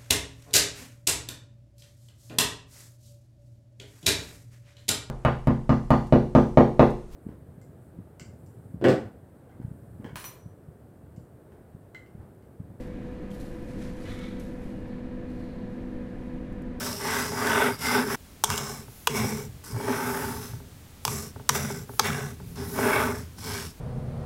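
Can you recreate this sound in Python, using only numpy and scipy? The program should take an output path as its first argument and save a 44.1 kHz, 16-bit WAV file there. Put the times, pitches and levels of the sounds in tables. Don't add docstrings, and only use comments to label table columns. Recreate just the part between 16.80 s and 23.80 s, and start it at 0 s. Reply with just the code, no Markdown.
import sys
import numpy as np
from scipy import signal
from scipy.fft import rfft, irfft, next_fast_len
from scipy.io import wavfile
from scipy.ndimage import uniform_filter1d, map_coordinates

SR = 44100
rng = np.random.default_rng(int(sys.argv[2]) if len(sys.argv) > 2 else 0)


def generate_wav(signal):
    frames = np.transpose(np.atleast_2d(signal))
    scaled = np.clip(frames, -1, 1) * 32767
    pcm = np.round(scaled).astype(np.int16)
    wavfile.write(sys.argv[1], SR, pcm)


N = 308700

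# (start [s], fastest [s], stop [s], desk rumble [dB], desk drumming [dB], shell rasp [dB], hiss [dB],
# hiss tilt [dB/octave], singing resonance [Hz], its level over the rasp [dB])
SWEEPS = [ (-.15, .05, 0.23, -38.5, -35.5, -36, -33.5, 1.5, 595, -8),
          (.13, .34, 0.58, -38.5, -32, -28, -32.5, -2, 2010, -12),
          (.42, .80, 0.98, -35.5, -27, -22.5, -32.5, 1, 2100, -23),
          (.975, 1.09, 1.3, -36, -34.5, -28.5, -30.5, 0.5, 4900, -14),
          (1.23, 1.348, 1.36, -36.5, -32, -30, -34.5, 3, 1950, -14),
          (2.84, 3.25, 3.75, -36.5, -31, -31.5, -38.5, 2, 877, -8),
          (5.745, 5.82, 5.97, -35, -35.5, -46, -58, -4.5, 802.4, -6),
          (5.88, 6.12, 6.455, -36, -25, -24.5, -35.5, 5.5, 611, -10.5),
          (6.56, 6.73, 6.943, -37.5, -38.5, -37, -36.5, -1.5, 2301, -14)]
# (pitch [Hz], width [Hz], held level [dB], gliding level [dB])
DESK_SWAY = [(81, 3.5, 4, 2), (101.7, 8.1, 3, -3.5), (124.4, 21, 2, -3.5), (141.8, 11.6, -1, 5.5),
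             (163.5, 25, 1, -10)]
# (pitch [Hz], width [Hz], held level [dB], gliding level [dB])
DESK_TOP = [(214.9, 11.6, -4.5, 1), (246.5, 11.7, 3, -3), (273.4, 26, -3.5, -18), (308, 65, -14.5, -19),
            (396.1, 11.7, 5.5, 1.5), (433, 14.6, 1.5, -3.5), (458.4, 6.3, -4, -8), (463, 48, -12.5, -10.5)]
# (pitch [Hz], width [Hz], held level [dB], gliding level [dB])
SHELL_MODES = [(556, 96, -6.5, -1.5), (715, 88, -5, 4), (843, 55, 0, 5.5), (909, 49, 2.5, 6),
               (1117, 200, -2, 2.5), (1343, 135, -1, 2.5), (1511, 80, 2.5, 7), (1724, 160, -3, -1),
               (1970, 136, -5.5, 0), (2246, 73, -5.5, 1.5), (2463, 94, -11, -9.5), (2720, 130, -14, -7.5),
               (3520, 400, -14, -9)]
# (frequency [Hz], held level [dB], gliding level [dB])
HISS_EQ = [(1500, -10, -9), (3040, -2.5, -10.5), (4040, -3.5, -5.5), (4570, -2.5, -8), (5200, 5.5, 5),
           (6050, 1.5, 3), (6600, -3, -1), (7930, -1, 1), (8850, -4, -2), (9450, -1.5, -2.5),
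           (10400, -2, -1.5), (11700, -4, -2.5), (12500, -3.5, -3), (15300, -10, -6.5)]
# (frequency [Hz], level [dB])
ROOM_TONE_EQ = [(25, -8.5), (80, 4), (130, -5), (250, -8), (500, -16.5), (1000, -21), (2500, -24.5),
                (8000, -27.5), (15700, -29)]
# (time [s], thud [dB], tap [dB])
BUMPS = [(.518, -43, -26.5), (2.08, -36, -40.5), (2.398, -23, -28), (2.441, -24, -23), (2.69, -34, -59),
         (2.928, -26, -50), (2.943, -26, -33), (2.962, -23.5, -30), (2.999, -40, -26), (3.08, -52, -23),
         (3.733, -26, -38), (3.8, -41, -42.5), (4.281, -25.5, -39), (4.559, -34.5, -34),
         (4.596, -36, -35.5), (4.9, -45, -25.5), (5.092, -35, -31), (5.134, -37, -42), (5.599, -31, -37.5),
         (5.77, -33, -37), (5.987, -38, -17)]
# (frequency [Hz], t60 [s])
ROOM_DECAY = [(150, 0.46), (1500, 0.22), (6000, 0.42), (14000, 0.047)]
# (centre [s], length [s], pitch [Hz], level [dB])
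SQUEAKS = [(.84, 0.16, 2150, -37), (.945, .035, 4870, -46), (1.1, 0.13, 2090, -33.5),
           (1.736, 0.054, 2770, -38), (6.162, 0.12, 2226, -31.5)]
# (centre [s], length [s], drumming change [dB], rasp change [dB])
PRESSES = [(0.888, 0.13, 4.5, 2), (1.165, 0.12, 9.5, 6), (1.236, 0.11, 13.5, 9), (3.11, 0.12, 5.5, 3.5),
           (6.05, .08, 2.5, 0), (6.207, 0.12, -2.5, 1.5)]
# (time [s], length [s], rasp [dB], hiss [dB])
GRABS = [(0.938, 0.11, -48, -54), (2.838, 0.1, -47, -44), (3.614, 0.19, -50, -48.5),
         (5.755, 0.17, -51, -49), (6.38, 0.12, -54, -57), (6.582, 0.014, -46, -48)]
# (time [s], click [dB], click t60 [s], pitch of the struck spot [Hz], knock [dB], knock pitch [Hz])
CLACKS = [(1.6387, -11.5, 0.015, 6360, -5, 932), (1.6439, -11.5, 0.0066, 7550, -24, 910),
          (1.7026, -17, 0.005, 2740, -13.5, 1050), (1.7775, -23.5, 0.032, 7440, -36, 1000),
          (2.2715, -17, 0.0057, 3640, -14, 1020), (2.2735, -12.5, 0.013, 3380, -3, 1008),
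          (4.2513, -10, 0.01, 5470, -12, 900), (4.2787, -18, 0.0076, 2600, -10.5, 990),
          (4.6917, -8.5, 0.0095, 8240, -10.5, 1120), (4.6945, -9.5, 0.0082, 2260, -4.5, 1005),
          (5.1945, -13.5, 0.013, 5460, -4.5, 1090), (5.1968, -9.5, 0.0077, 3460, -2, 925)]
# (frequency [Hz], level [dB])
CLICK_EQ = [(500, -40), (1900, -13), (3200, 9.5), (4300, -3.5), (5600, 7.5), (6800, 2.5), (8100, 3),
            (9800, -8), (11200, -1.5), (12500, 1), (15700, -10.5)]
# (multiple of the knock pitch [ratio], level [dB], t60 [s])
CASE_MODES = [(.45, -24, 0.095), (1, -2, 0.017), (1.16, -5.5, 0.022), (1.39, 5.5, 0.0047),
              (1.719, -51, 0.024), (2.4, -16.5, 0.015)]
# the columns of SWEEPS, then (skid relative to the hiss [dB])
GLIDES = [ (1.645, 1.715, 2.066, -37, -36.5, -33, -36, -2, 1090, -10, -7),
          (2.297, 2.368, 2.687, -32, -28, -31.5, -34.5, 0.5, 2230, -10, -3),
          (4.26, 4.305, 4.524, -34.5, -36.5, -39.5, -34.5, -1, 1183, -6.5, -29),
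          (4.70, 4.76, 5.064, -30.5, -33, -33.5, -36.5, 1, 2090, -13.5, 3),
          (5.205, 5.26, 5.56, -29.5, -33, -30, -38.5, -0.5, 1650, -12, 1)]
# (centre [s], length [s], level [dB])
FOREARM_DRAGS = [(1.72, 0.062, -34), (2.718, .2, -43), (3.68, 0.57, -43), (4.596, 0.15, -47),
                 (5.72, 0.56, -39.5), (6.302, 0.42, -36.5), (6.723, 0.059, -36)]
# (centre [s], length [s], level [dB])
BRUSHES = [(2.202, 0.27, -52), (3.385, 0.53, -42), (4.26, 0.062, -54), (5.165, 0.16, -49),
           (5.692, 0.083, -58), (6.015, 0.37, -39.5)]
HELD_POWERS, FREE_POWERS = (0.39, 1.31, 2.02, 1.2), (0.45, 0.66, 1.06, 0.76)


def amp(db):
    return 10 ** (np.asarray(db) / 20)


def unit(x):
    return x / np.sqrt(np.mean(x ** 2) + 1e-20)


def along(points, hz):
    f, v = np.transpose(points)
    return np.interp(np.log(hz + 1), np.log(f), v)


def filtered(x, response):
    m = next_fast_len(len(x) + SR // 2)
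    return irfft(rfft(x, m) * response(np.fft.rfftfreq(m, 1 / SR)), m)[:len(x)]


def coloured(x, eq):
    return unit(filtered(x, lambda hz: amp(along(eq, hz))))


def resonate(x, modes):
    return filtered(x, lambda f: sum(
        (-1) ** k * amp(db) * 1j * f * width / (hz * hz - f * f + 1j * f * width)
        for k, (hz, width, db) in enumerate(modes)))


def body(table, free):
    return [(hz, width, free_db if free else held_db) for hz, width, held_db, free_db in table]


def soften(x, edge_hz):
    return signal.sosfilt(signal.butter(2, edge_hz, fs=SR, output="sos"), x)


def steady(x, memory_s):
    power = uniform_filter1d(x ** 2, max(2, round(memory_s * SR)))
    return x / np.sqrt(abs(power) + 1e-20)


def wobble(rate):
    return map_coordinates(rng.standard_normal(int(N * rate / SR) + 4), [np.arange(N) * rate / SR])


def swell(s, length):
    return np.exp(-(2 * (np.arange(N) / SR - s) / length) ** 2)


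def decay(t, t60):
    return np.exp(-np.log(1000) * t / t60)


def add(track, s, sound):
    part = track[round(s * SR):][:len(sound)]
    part += sound[:len(part)]


def layer_gains(speed, levels_db, powers):
    return np.array([amp(db) * np.maximum(speed, 1e-6) ** power for db, power in zip(levels_db, powers)])


def sweep(t, times, levels_db):
    speed = np.sin(np.interp(t, times, [0, np.pi / 2, np.pi]))
    return layer_gains(speed, levels_db, HELD_POWERS)


def friction_tone(noise, hz, q):
    mode = [(hz, hz / q, 0)]
    return unit(resonate(resonate(noise, mode), mode))


def travel(strokes, motion):
    powers, tilts, singing = np.zeros((4, N)), [], np.zeros(N)
    for start, fastest, stop, rumble_db, drum_db, rasp_db, hiss_db, tilt, hz, tone_db, *skid in strokes:
        onset = max(start, 0)
        t = np.arange(onset, stop, 1 / SR)
        layers = motion(t, (start, fastest, stop), (rumble_db, drum_db, rasp_db, hiss_db), *skid)
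        for track, layer in zip(powers, layers):
            add(track, onset, layer ** 2)
        _, _, rasping, _ = layers
        tone = friction_tone(rng.standard_normal(N)[:len(t)], hz, q=8.5)
        add(singing, onset, amp(tone_db) * rasping * tone)
        tilts.append((fastest, tilt))
    return np.sqrt(powers), tilts, singing


def grain(rate, spread_db):
    struck = rng.random(N) < rate / SR
    return unit(struck * rng.standard_normal(N) * amp(spread_db * rng.standard_normal(N)))


def drifting(x, drift_db, width_hz, hold_s):
    hz, t, spectrum = signal.stft(x, SR, nperseg=1024)
    drift = rng.standard_normal(spectrum.shape)
    for axis, span in enumerate([width_hz / hz[1], hold_s / t[1]]):
        for _ in range(2):
            drift = uniform_filter1d(drift, max(1, round(span)), axis, mode="wrap")
    return unit(signal.istft(spectrum * amp(drift_db * unit(drift)), SR, nperseg=1024)[1][:N])


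def tilted(x, tilts, pivot_hz=8000):
    hz, t, spectrum = signal.stft(x, SR, nperseg=256)
    octaves = np.log2(np.maximum(hz, pivot_hz / 2) / pivot_hz)
    slope = np.interp(t, *np.transpose(tilts))
    return signal.istft(spectrum * amp(np.outer(octaves, slope)), SR, nperseg=256)[1][:N]


def slide(gains, tilts, free, trims_db, chatter_db, rasp_edge_hz, bite_db):
    rumbling, drumming, rasping, hissing = (gain * amp(db) for gain, db in zip(gains, trims_db))
    load = amp(chatter_db * wobble(130))
    coarse = grain(rate=5000, spread_db=1.5) * load
    rumble = steady(soften(resonate(coarse, body(DESK_SWAY, free)), edge_hz=270), memory_s=0.16)
    drum = steady(soften(resonate(coarse, body(DESK_TOP, free)), edge_hz=433), memory_s=0.14)
    shell = drifting(resonate(coarse, body(SHELL_MODES, free)), drift_db=2.0, width_hz=130, hold_s=0.14)
    dull = steady(soften(shell, rasp_edge_hz), memory_s=0.075)
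    bright = coloured(shell, [(1500, -25), (2800, -2.5), (3700, -7), (5000, -10), (9000, -30)])
    bite = amp(bite_db) * bright * rasping / rasping.max()
    hiss_eq = [(hz, free_db if free else held_db) for hz, held_db, free_db in HISS_EQ]
    fine = coloured(grain(rate=27000, spread_db=5.0) * np.sqrt(load), hiss_eq)
    hiss = tilted(drifting(fine, drift_db=2.3, width_hz=230, hold_s=0.13), tilts)
    return rumbling * rumble + drumming * drum + rasping * (dull + bite) + hissing * hiss


def room_tone():
    return amp(-48.5) * coloured(rng.standard_normal(N), ROOM_TONE_EQ)


def bumps(thud_hz=118, thud_t60=0.086, thud_rise_s=0.0064):
    out, t = np.zeros(N), np.arange(SR // 3) / SR
    thud = np.sin(2 * np.pi * thud_hz * t) * decay(t, thud_t60) * (1 - np.exp(-t / thud_rise_s))
    ring = resonate(signal.unit_impulse(len(t)), body(DESK_TOP + SHELL_MODES, free=False))
    tap = soften(ring, edge_hz=570)
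    for s, thud_db, tap_db in BUMPS:
        add(out, s, amp(thud_db) * thud / abs(thud).max() + amp(tap_db) * tap / abs(tap).max())
    return out


def room_reverb(x):
    hz, t, spectrum = signal.stft(rng.standard_normal(SR // 2), SR, nperseg=256)
    fade = decay(t, along(ROOM_DECAY, hz)[:, None])
    tail = signal.istft(spectrum * fade, SR, nperseg=256)[1]
    return signal.fftconvolve(x, tail / np.linalg.norm(tail))[:N]


def squeaks():
    return sum(amp(db) * swell(s, length) * friction_tone(rng.standard_normal(N), hz, q=12)
               for s, length, hz, db in SQUEAKS)


def presses_and_grabs(gains, grab_rise_s=0.0037):
    rumbling, drumming, rasping, hissing = gains.copy()
    for s, length, drum_db, rasp_db in PRESSES:
        weight = swell(s, length)
        drumming *= amp(drum_db * weight)
        rasping *= amp(rasp_db * weight)
    for s, length, rasp_db, hiss_db in GRABS:
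        scuff = np.interp(np.arange(0, length, 1 / SR), [0, grab_rise_s, length], [0, 1, 0]) ** 0.5
        add(rasping, s, amp(rasp_db) * scuff)
        add(hissing, s, amp(hiss_db) * scuff)
    return rumbling, drumming, rasping, hissing


def clacks(knock_rise_s=0.0014, spot_db=-4, spot_width_hz=650, ring_db=-29, ring_t60=0.11):
    out, t = np.zeros(N), np.arange(SR // 8) / SR
    attack = 1 - np.exp(-t / knock_rise_s)
    for s, click_db, click_t60, spot_hz, knock_db, knock_hz in CLACKS:
        snap, spot_noise = rng.standard_normal((2, len(t)))
        spot = unit(resonate(spot_noise, [(spot_hz, spot_width_hz, 0)]))
        plastic = unit(coloured(snap, CLICK_EQ) + amp(spot_db) * spot)
        click = plastic * (decay(t, click_t60) + amp(ring_db) * decay(t, ring_t60))
        knock = sum(amp(db + rng.normal(0, 1)) * decay(t, t60) * np.sin(2 * np.pi * knock_hz * ratio * t)
                    for ratio, db, t60 in CASE_MODES)
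        add(out, s, amp(click_db) * click + amp(knock_db) * knock * attack)
    return out


def glide(t, times, levels_db, skid_db, kick_share=0.39, skid_s=0.035):
    start, fastest, stop = times
    shove = np.interp(t, [start, fastest], [0, 1]) ** 2.8
    braking = np.interp(t, [fastest, stop], [1, 0])
    speed = (kick_share + (1 - kick_share) * shove) * braking
    skid = amp(skid_db) * np.exp(-(2 * (t - fastest) / skid_s) ** 2)
    skid_lift = 1 + np.outer([0, 0, 0.76, 1], skid)
    return layer_gains(speed, levels_db, FREE_POWERS) * skid_lift


def forearm():
    leaning = sum(amp(db) * swell(s, length) for s, length, db in FOREARM_DRAGS)
    desk = resonate(rng.standard_normal(N), body(DESK_SWAY + DESK_TOP, free=False))
    return leaning * steady(soften(desk, edge_hz=95), memory_s=0.18)


def brushes():
    touch = sum(amp(db) * swell(s, length) for s, length, db in BRUSHES)
    air_eq = [(1000, -28), (6000, -6), (8500, -8), (10500, 0), (12500, -2), (15700, -5)]
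    air = coloured(rng.standard_normal(N), air_eq)
    return touch * drifting(air, drift_db=1.2, width_hz=400, hold_s=0.12)


def scene():
    swept, held_tilts, held_singing = travel(SWEEPS, sweep)
    glided, free_tilts, free_singing = travel(GLIDES, glide)
    # (rumble [dB], drumming [dB], rasp [dB], hiss [dB])
    held = slide(presses_and_grabs(swept), held_tilts, free=False, trims_db=(-3.0, -2.0, -2.5, -0.94),
                 chatter_db=1.13, rasp_edge_hz=2870, bite_db=-8.5)
    free = slide(glided, free_tilts, free=True, trims_db=(-3.5, -1.5, -3.5, -0.5),
                 chatter_db=1.5, rasp_edge_hz=6200, bite_db=-6.5)
    hits = clacks() + bumps()
    bed = room_tone()
    rubbing = held + free + held_singing + free_singing + squeaks() + brushes() + forearm()
    return (rubbing + hits + amp(-14) * room_reverb(hits) + bed)[None]


def record(dry, top_hz=15900, fade_hz=400):
    return np.array([filtered(channel, lambda hz: np.clip((top_hz - hz) / fade_hz + 0.5, 0, 1))
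                     for channel in dry])


dry = scene()
out = record(dry)
generate_wav(out)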